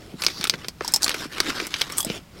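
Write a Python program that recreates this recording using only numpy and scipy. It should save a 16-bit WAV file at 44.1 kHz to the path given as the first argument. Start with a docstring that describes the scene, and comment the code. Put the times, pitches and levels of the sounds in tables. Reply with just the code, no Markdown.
"""Snack bag in a parked car

Hands dig in a foil bag: creases snap in short bursts over a fine rustle, film slides on film,
chips click and ring as they are pulled out, and the hand bumps the bag softly.
The small padded cabin answers briefly over a low rumble; the loudest snaps overload the microphone."""
import sys
import numpy as np
from scipy import signal
from scipy.fft import rfft, irfft, next_fast_len
from scipy.io import wavfile
from scipy.ndimage import uniform_filter1d, map_coordinates

SR = 44100
rng = np.random.default_rng(int(sys.argv[2]) if len(sys.argv) > 2 else 0)


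def dump_mix(stems):
    """Bounce the given channels to the path in sys.argv[1] as a 16-bit WAV at rate SR."""
    frames = np.atleast_2d(stems).T  # one column per channel
    limited = np.clip(frames, -1, 1)  # hard clip at full scale
    pcm = np.round(limited * 32767).astype(np.int16)
    wavfile.write(sys.argv[1], SR, pcm)


N = 105840
SIZE = 4096  # samples per short event
T, HZ = np.arange(SIZE) / SR, np.fft.rfftfreq(SIZE, 1 / SR)
FLUTTER_T60_S = 0.02  # film shaking after a snap


def amp(db):
    """dB to gain."""
    return 10 ** (np.asarray(db) / 20)


def unit(x):
    """Scale to rms 1."""
    return x / np.sqrt(np.mean(x ** 2) + 1e-20)


def norm(x):
    """Scale to energy 1."""
    return x / np.sqrt(np.sum(x ** 2) + 1e-20)


def add(out, start_s, x):
    """Mix x into out at start_s."""
    part = out[max(round(start_s * SR), 0):][:len(x)]
    part += x[:len(part)]


def shape(points, hz=HZ):
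    """Gain through (frequency [Hz], level [dB]) points, log axis."""
    point_hz, db = np.transpose(points)
    return amp(np.interp(np.log(hz + 1), np.log(point_hz + 1), db))


def hump(hz, width_oct):
    """Resonance, bell-shaped on a log axis."""
    return np.exp(-.5 * (np.log2((HZ + 1) / hz) / width_oct) ** 2)


def filtered(x, response):
    """Apply a frequency response to x."""
    size = next_fast_len(N + SIZE)
    return irfft(rfft(x, size) * response(np.fft.rfftfreq(size, 1 / SR)), size)[:N]


def coloured(x, points):
    """x shaped by a spectrum, rms 1."""
    return unit(filtered(x, lambda hz: shape(points, hz)))


def even(x):
    """Level a burst's broad colour, keep its timing and fine grain; energy 1."""
    spectrum = rfft(x)
    smooth_power = np.abs(uniform_filter1d(np.abs(spectrum) ** 2, size=41))
    return norm(irfft(spectrum / np.sqrt(smooth_power + 1e-20)))


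def click(gain):
    """Minimum-phase pulse with this spectrum, energy 1."""
    cepstrum = irfft(np.log(np.maximum(unit(gain), 1e-4)))
    cepstrum[1:SIZE // 2] *= 2
    cepstrum[SIZE // 2 + 1:] = 0
    return norm(irfft(np.exp(rfft(cepstrum))))


def fade(t60_s):
    """Exponential decay."""
    return np.exp(-np.log(1000) * T / t60_s)


def tone(hz, t60_s):
    """Short, slightly rough ring, energy 1."""
    jitter_rad = 0.074 * np.cumsum(rng.standard_normal(SIZE))
    return norm(np.sin(2 * np.pi * hz * T + jitter_rad) * fade(t60_s))


def cabin():
    """Low rumble and faint hiss in the closed car."""
    # still cabin (frequency [Hz], level [dB])
    spectrum = [(20, -11.5), (45, -1), (90, -4.5), (170, -1.5), (280, -11), (550, -19), (1500, -23),
                (5000, -28), (10000, -35.5), (16000, -36)]
    return amp(-47) * coloured(rng.standard_normal(N), spectrum)


def pressure(start_s, end_s, edge_s):
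    """A stroke builds up, holds and lets go."""
    t = np.arange(N) / SR
    outside_s = np.maximum(start_s - t, 0) + np.maximum(t - end_s, 0)
    return np.exp(-outside_s / edge_s)


def crackle(grains_per_s=830, spread_db=3):
    """Tiny creases of random size, each with a short flutter, on a smooth hiss."""
    sizes = amp(spread_db * np.minimum(rng.exponential(size=N), 3)) * rng.choice([-1, 1], N)
    grains = sizes * (rng.random(N) < grains_per_s / SR)
    flutter_power = np.abs(signal.fftconvolve(grains ** 2, fade(FLUTTER_T60_S) ** 2)[:N])
    flutter = np.sqrt(flutter_power) * rng.standard_normal(N)
    return unit(grains) + unit(flutter) + 0.8 * rng.standard_normal(N)


def patchy(x, limit_db=8):
    """Resonances come and go as the bag changes shape."""
    frames = signal.stft(x, nperseg=512)[2]
    field = uniform_filter1d(rng.standard_normal(frames.shape), size=5, axis=0)
    field = uniform_filter1d(field, size=7, axis=1)
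    gain = amp(limit_db * np.tanh(unit(field) / 2))
    return unit(signal.istft(frames * gain, nperseg=512)[1][:N])


def rustle(uneven_db=1.5, uneven_per_s=55):
    """Countless tiny creases crackle while the hand rubs the film unevenly."""
    # hand strokes (start [s], end [s], crinkle [dB], rub [dB])
    strokes = [(0, 0.141, -49, -45), (0.212, 0.312, -35, -43.5), (0.38, 0.453, -37.5, -44.5),
               (0.532, 0.555, -43, -40.5), (0.59, 0.659, -43.5, -47.5), (0.839, 0.975, -37.5, -43),
               (1.035, 1.245, -33.5, -41), (1.324, 1.443, -36.5, -42.5), (1.444, 1.475, -30, -35),
               (1.491, 1.496, -25, -31), (1.552, 1.653, -32, -39), (1.717, 1.843, -35, -45.5),
               (1.872, 2.008, -38, -44), (2.071, 2.167, -37.5, -37.5), (2.369, 2.404, -46.5, -45)]
    # spectra of creases and rubbing (frequency [Hz], level [dB])
    crinkle_spectrum = [(410, -72), (700, -11), (958, -7), (1350, -2), (1680, -5.5), (5470, -7.5),
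                        (5920, -14), (12200, -23), (16000, -34)]
    rub_spectrum = [(60, -4.5), (150, -6.5), (300, 6.5), (480, 0), (700, -4), (1500, -36)]
    start_s, end_s, crinkle_db, rub_db = np.transpose(strokes)[..., None]
    pressing = pressure(start_s, end_s, edge_s=0.024)
    wander = map_coordinates(rng.standard_normal(SIZE), [np.arange(N) / SR * uneven_per_s])
    crinkle_gain = np.max(amp(crinkle_db - 1.5) * pressing, axis=0)
    rub_gain = np.max(amp(rub_db - 2) * pressing, axis=0)
    crinkle = patchy(coloured(crackle(), crinkle_spectrum))
    rub = coloured(rng.standard_normal(N), rub_spectrum)
    return amp(uneven_db * wander) * (crinkle_gain * crinkle + rub_gain * rub)


def bumps():
    """Dull pushes on the air-filled bag, which rings briefly."""
    # hand on bag (time [s], level [dB], pitch [Hz])
    pushes = [(0.14, -22, 229), (0.398, -23, 190), (.539, -22.5, 172), (0.683, -26.5, 239),
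              (.811, -23.5, 512), (1.145, -24, 474), (1.204, -28, 316), (1.256, -24, 315),
              (1.492, -27, 286), (1.622, -22.5, 332), (2.065, -18, 227), (2.1, -16, 214),
              (2.101, -20.5, 460)]
    out = np.zeros(N)
    for time_s, db, hz in pushes:
        push = click(hump(hz, width_oct=0.53) + 0.0011)
        boom = norm(signal.fftconvolve(push, tone(hz, t60_s=0.059))[:SIZE])
        add(out, time_s, amp(db + 17) * norm(push + 0.53 * boom))
    return out


def slides():
    """Film slipping over film crackles in one resonance."""
    # runs of tiny cracks (start [s], end [s], level [dB], centre [Hz])
    runs = [(0.208, 0.246, -45, 11000), (0.3, 0.4, -39, 4700), (0.858, 0.917, -46, 5300),
            (1.03, 1.054, -30.5, 7550), (1.923, 2.007, -44, 5630), (1.99, 2.012, -30, 9200),
            (2.002, 2.016, -34, 13100), (2.068, 2.183, -43, 2720)]
    out = np.zeros(N)
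    for start_s, end_s, db, hz in runs:
        resonance = click(hump(hz, width_oct=0.22) + 0.055)
        crunch = signal.fftconvolve(crackle(), resonance)[:N]
        out += amp(db) * pressure(start_s, end_s, edge_s=0.0073) * patchy(crunch)
    return out


def scatter(t60_s, rise_s):
    """Dying cloud of small echoes, energy 1."""
    onset = 1 - np.exp(-(T / rise_s) ** 2)
    return norm(rng.standard_normal(SIZE) * fade(t60_s) * onset)


def shaken(pulse, give_s, db):
    """A pulse broken into quick steps and spread by the film, then film flutter and cabin echo."""
    steps = rng.standard_normal(SIZE) * fade(give_s) * T
    delay_1khz_s = 0.000637  # higher bending waves travel faster
    spread = irfft(rfft(pulse) * np.exp(-4j * np.pi * delay_1khz_s * np.sqrt(1000 * HZ)))
    crumple_db = -0.25 * db  # strong snaps flip cleanly, weak ones leave more shaking
    flutter = amp(crumple_db - 8) * scatter(FLUTTER_T60_S, rise_s=0.001)
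    echo = amp(crumple_db / 2 - 11) * scatter(t60_s=0.06, rise_s=0.0019)
    burst = even(irfft(rfft(steps) * (1 + rfft(flutter + echo))))
    return norm(signal.fftconvolve(spread, burst[:SIZE // 2])[:SIZE])


def snaps(lag_s=0.0007):
    """A crease flips: a pulse at its facet's pitch, with a sharp edge and a puff of the bag's air."""
    # flips (time [s], level [dB], pitch [Hz], hollow body [dB], sharp edge [dB], give-way time [s])
    creases = [(0.2188, -8.5, 4530, -25, -16.5, 0.01), (0.2358, -9.5, 2620, -23.5, -12, 0.006),
               (0.2467, -12, 5640, -30, -13, 0.0022), (0.2642, 3.5, 4860, -28.5, -25, 0.0026),
               (0.282, -14, 2350, -22, -17, 0.0031), (0.41, -13, 4470, -21.5, -19, .004),
               (0.4281, -16, 3430, -32, -39, 0.0016), (0.4403, -5.5, 3600, -44, -10.5, 0.0023),
               (0.4517, -10, 1320, -32, -50, 0.0021), (0.4701, -11, 3640, -21.5, -21, 0.0022),
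               (0.4731, -22, 3460, -36, -4, 0.0023), (0.4962, 3, 4860, -50, -20, 0.0011),
               (0.5363, -13.5, 1930, -14, -28, 0.0093), (0.644, -20, 3300, -15.5, -39, 0.0056),
               (0.683, -11.5, 4900, -25.5, -12.5, 0.0021), (0.8076, -18, 1470, -6.5, -69, 0.00068),
               (1.0615, -10.5, 1290, -19, -17, 0.0052), (1.0788, -7, 4350, -20.5, -16, 0.0031),
               (1.0929, -6.5, 3050, -24.5, -12, 0.0014), (1.1052, -14, 1380, -16, -25, .003),
               (1.1144, -12.5, 3700, -23, -39, 0.0028), (1.141, -9.5, 1440, -31, -18, 0.013),
               (1.3813, -13.5, 2100, -17.5, -20, .002), (1.4015, 0.5, 4500, -22.5, -17.5, 0.0036),
               (1.4026, -7, 1320, -22.5, -26, 0.0023), (1.463, -15, 1850, -17.5, -39, 0.0069),
               (1.5001, -8.5, 1350, -41, -24, 0.01), (1.5998, -8.5, 2240, -18.5, -28, 0.0012),
               (1.6673, -20, 5950, -36, -3.5, 0.0043), (1.7396, -5, 3000, -24.5, -26, 0.0045),
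               (1.8111, -9, 4200, -20, -22, 0.0024), (1.815, -1, 3200, -31, -19, 0.0029),
               (1.897, -19.5, 2160, -14, -14, 0.0096), (2.099, -12.5, 2970, -27, -32, 0.0025)]
    # spectra of film, air in the bag and sharp edge (frequency [Hz], level [dB])
    film_spectrum = [(200, -25), (850, -21), (1100, 2), (1400, 5), (1850, -0.5), (2300, 11.5), (2800, 5.5),
                     (3400, 6.5), (5200, 8), (6500, 4.5), (9000, -60)]
    body_spectrum = [(60, -10), (200, -22.5), (350, 3), (800, -7.5), (1250, 1), (1900, -2), (4000, -41)]
    edge_spectrum = [(2000, 6), (5000, -7.5), (8000, 10), (11000, 3), (16000, -1)]
    out = np.zeros(N)
    for time_s, db, hz, body_db, edge_db, give_s in creases:
        facet = hump(hz, width_oct=0.64) + 1.3 * hump(hz, width_oct=0.086) + 0.4
        film = unit(shape(film_spectrum) * facet)
        body = amp(body_db + 13.5) * unit(shape(body_spectrum))
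        edge = amp(edge_db + 8) * unit(shape(edge_spectrum))
        spectrum = np.linalg.norm([film, body, edge], axis=0)
        gain = amp(db + 10) * np.sqrt(np.mean(spectrum ** 2))
        add(out, time_s + lag_s, gain * shaken(click(spectrum), give_s, db))
    return out


def chips():
    """A chip clicks: a bright crack, a short ring and a lower hollow note."""
    # (time [s], level [dB], crack cutoff [Hz], ring [Hz], ring [dB], hollow [Hz], hollow [dB])
    chip_clicks = [(.847, -18, 4300, 5550, -1.5, 1004, 3), (0.8784, -9, 4470, 5380, -1.5, 900, -11.5),
                   (0.9211, -20, 7160, 5280, -3, 950, -33), (.938, 0.5, 6470, 5254, 0, 960, -19),
                   (0.9432, -6, 4000, 5210, 3, 910, -10.5), (.9526, -25, 4600, 5350, -2, 870, -23),
                   (0.961, -2.5, 4800, 5400, -7.5, 845, -16), (1.0212, -12, 4050, 4760, -15, 910, -26),
                   (1.0306, -2.5, 4050, 6380, -11, 910, -26), (1.0376, -11, 4220, 4150, -15, 890, -9),
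                   (1.0433, 0, 3850, 7320, -7, 795, -21), (1.922, -17.5, 6900, 5470, -0.5, 1180, -7),
                   (1.971, -17, 7300, 3300, -24, 1200, -26), (1.977, -14, 7400, 3160, -25, 1200, -23),
                   (1.982, -1.5, 7260, 3390, -15, 1240, -41), (1.9862, -10, 7200, 3160, -31, 1277, -9.5),
                   (1.999, -16, 7540, 3370, -15, 1190, 0.5), (2.0048, -10, 5340, 3340, -0.5, 930, -15.5),
                   (2.029, -16.5, 6900, 3340, 0, 900, -10), (2.0476, -9.5, 7150, 5190, -7.5, 660, -6.5)]
    # crack (frequency [Hz], level [dB])
    crack_spectrum = [(100, -28), (400, 8), (4000, 10.5), (8500, 0), (13500, -7.5), (16000, -12)]
    # chip resonances (ratio to ring pitch, level [dB])
    modes = [(1, 0), (1.451, -8), (1.63, -16), (2.6, -20)]
    out = np.zeros(N)
    for time_s, db, low_hz, ring_hz, ring_db, hollow_hz, hollow_db in chip_clicks:
        highpass = 1 / (1 + (low_hz / (HZ + 1)) ** 8)
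        peak = 1.23 * hump(1.146 * low_hz, width_oct=0.052)
        pulse = click(shape(crack_spectrum) * (highpass + peak + 0.057))
        crack = shaken(pulse, give_s=0.0027, db=db)
        ring = sum(amp(mode_db) * tone(ratio * ring_hz, t60_s=0.051) for ratio, mode_db in modes)
        knock = click(hump(hollow_hz, width_oct=0.36) + 0.0042)
        hollow = knock + norm(signal.fftconvolve(knock, tone(hollow_hz, t60_s=0.042))[:SIZE])
        chip = crack + amp(ring_db) * norm(ring) + amp(hollow_db) * norm(hollow)
        add(out, time_s, amp(db + 9.5) * chip)
    return out


def scene():
    """All sources at one microphone."""
    return (snaps() + chips() + bumps() + rustle() + slides() + cabin())[None]


def record(dry):
    """Microphone overload rounds the loudest peaks; a band limit follows."""
    ceiling, top_hz = 1.05, 16100
    rounded = dry[0] / (1 + (dry[0] / ceiling) ** 4) ** .25
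    return filtered(rounded, lambda hz: hz < top_hz)[None]


dry = scene()
out = record(dry)
dump_mix(out)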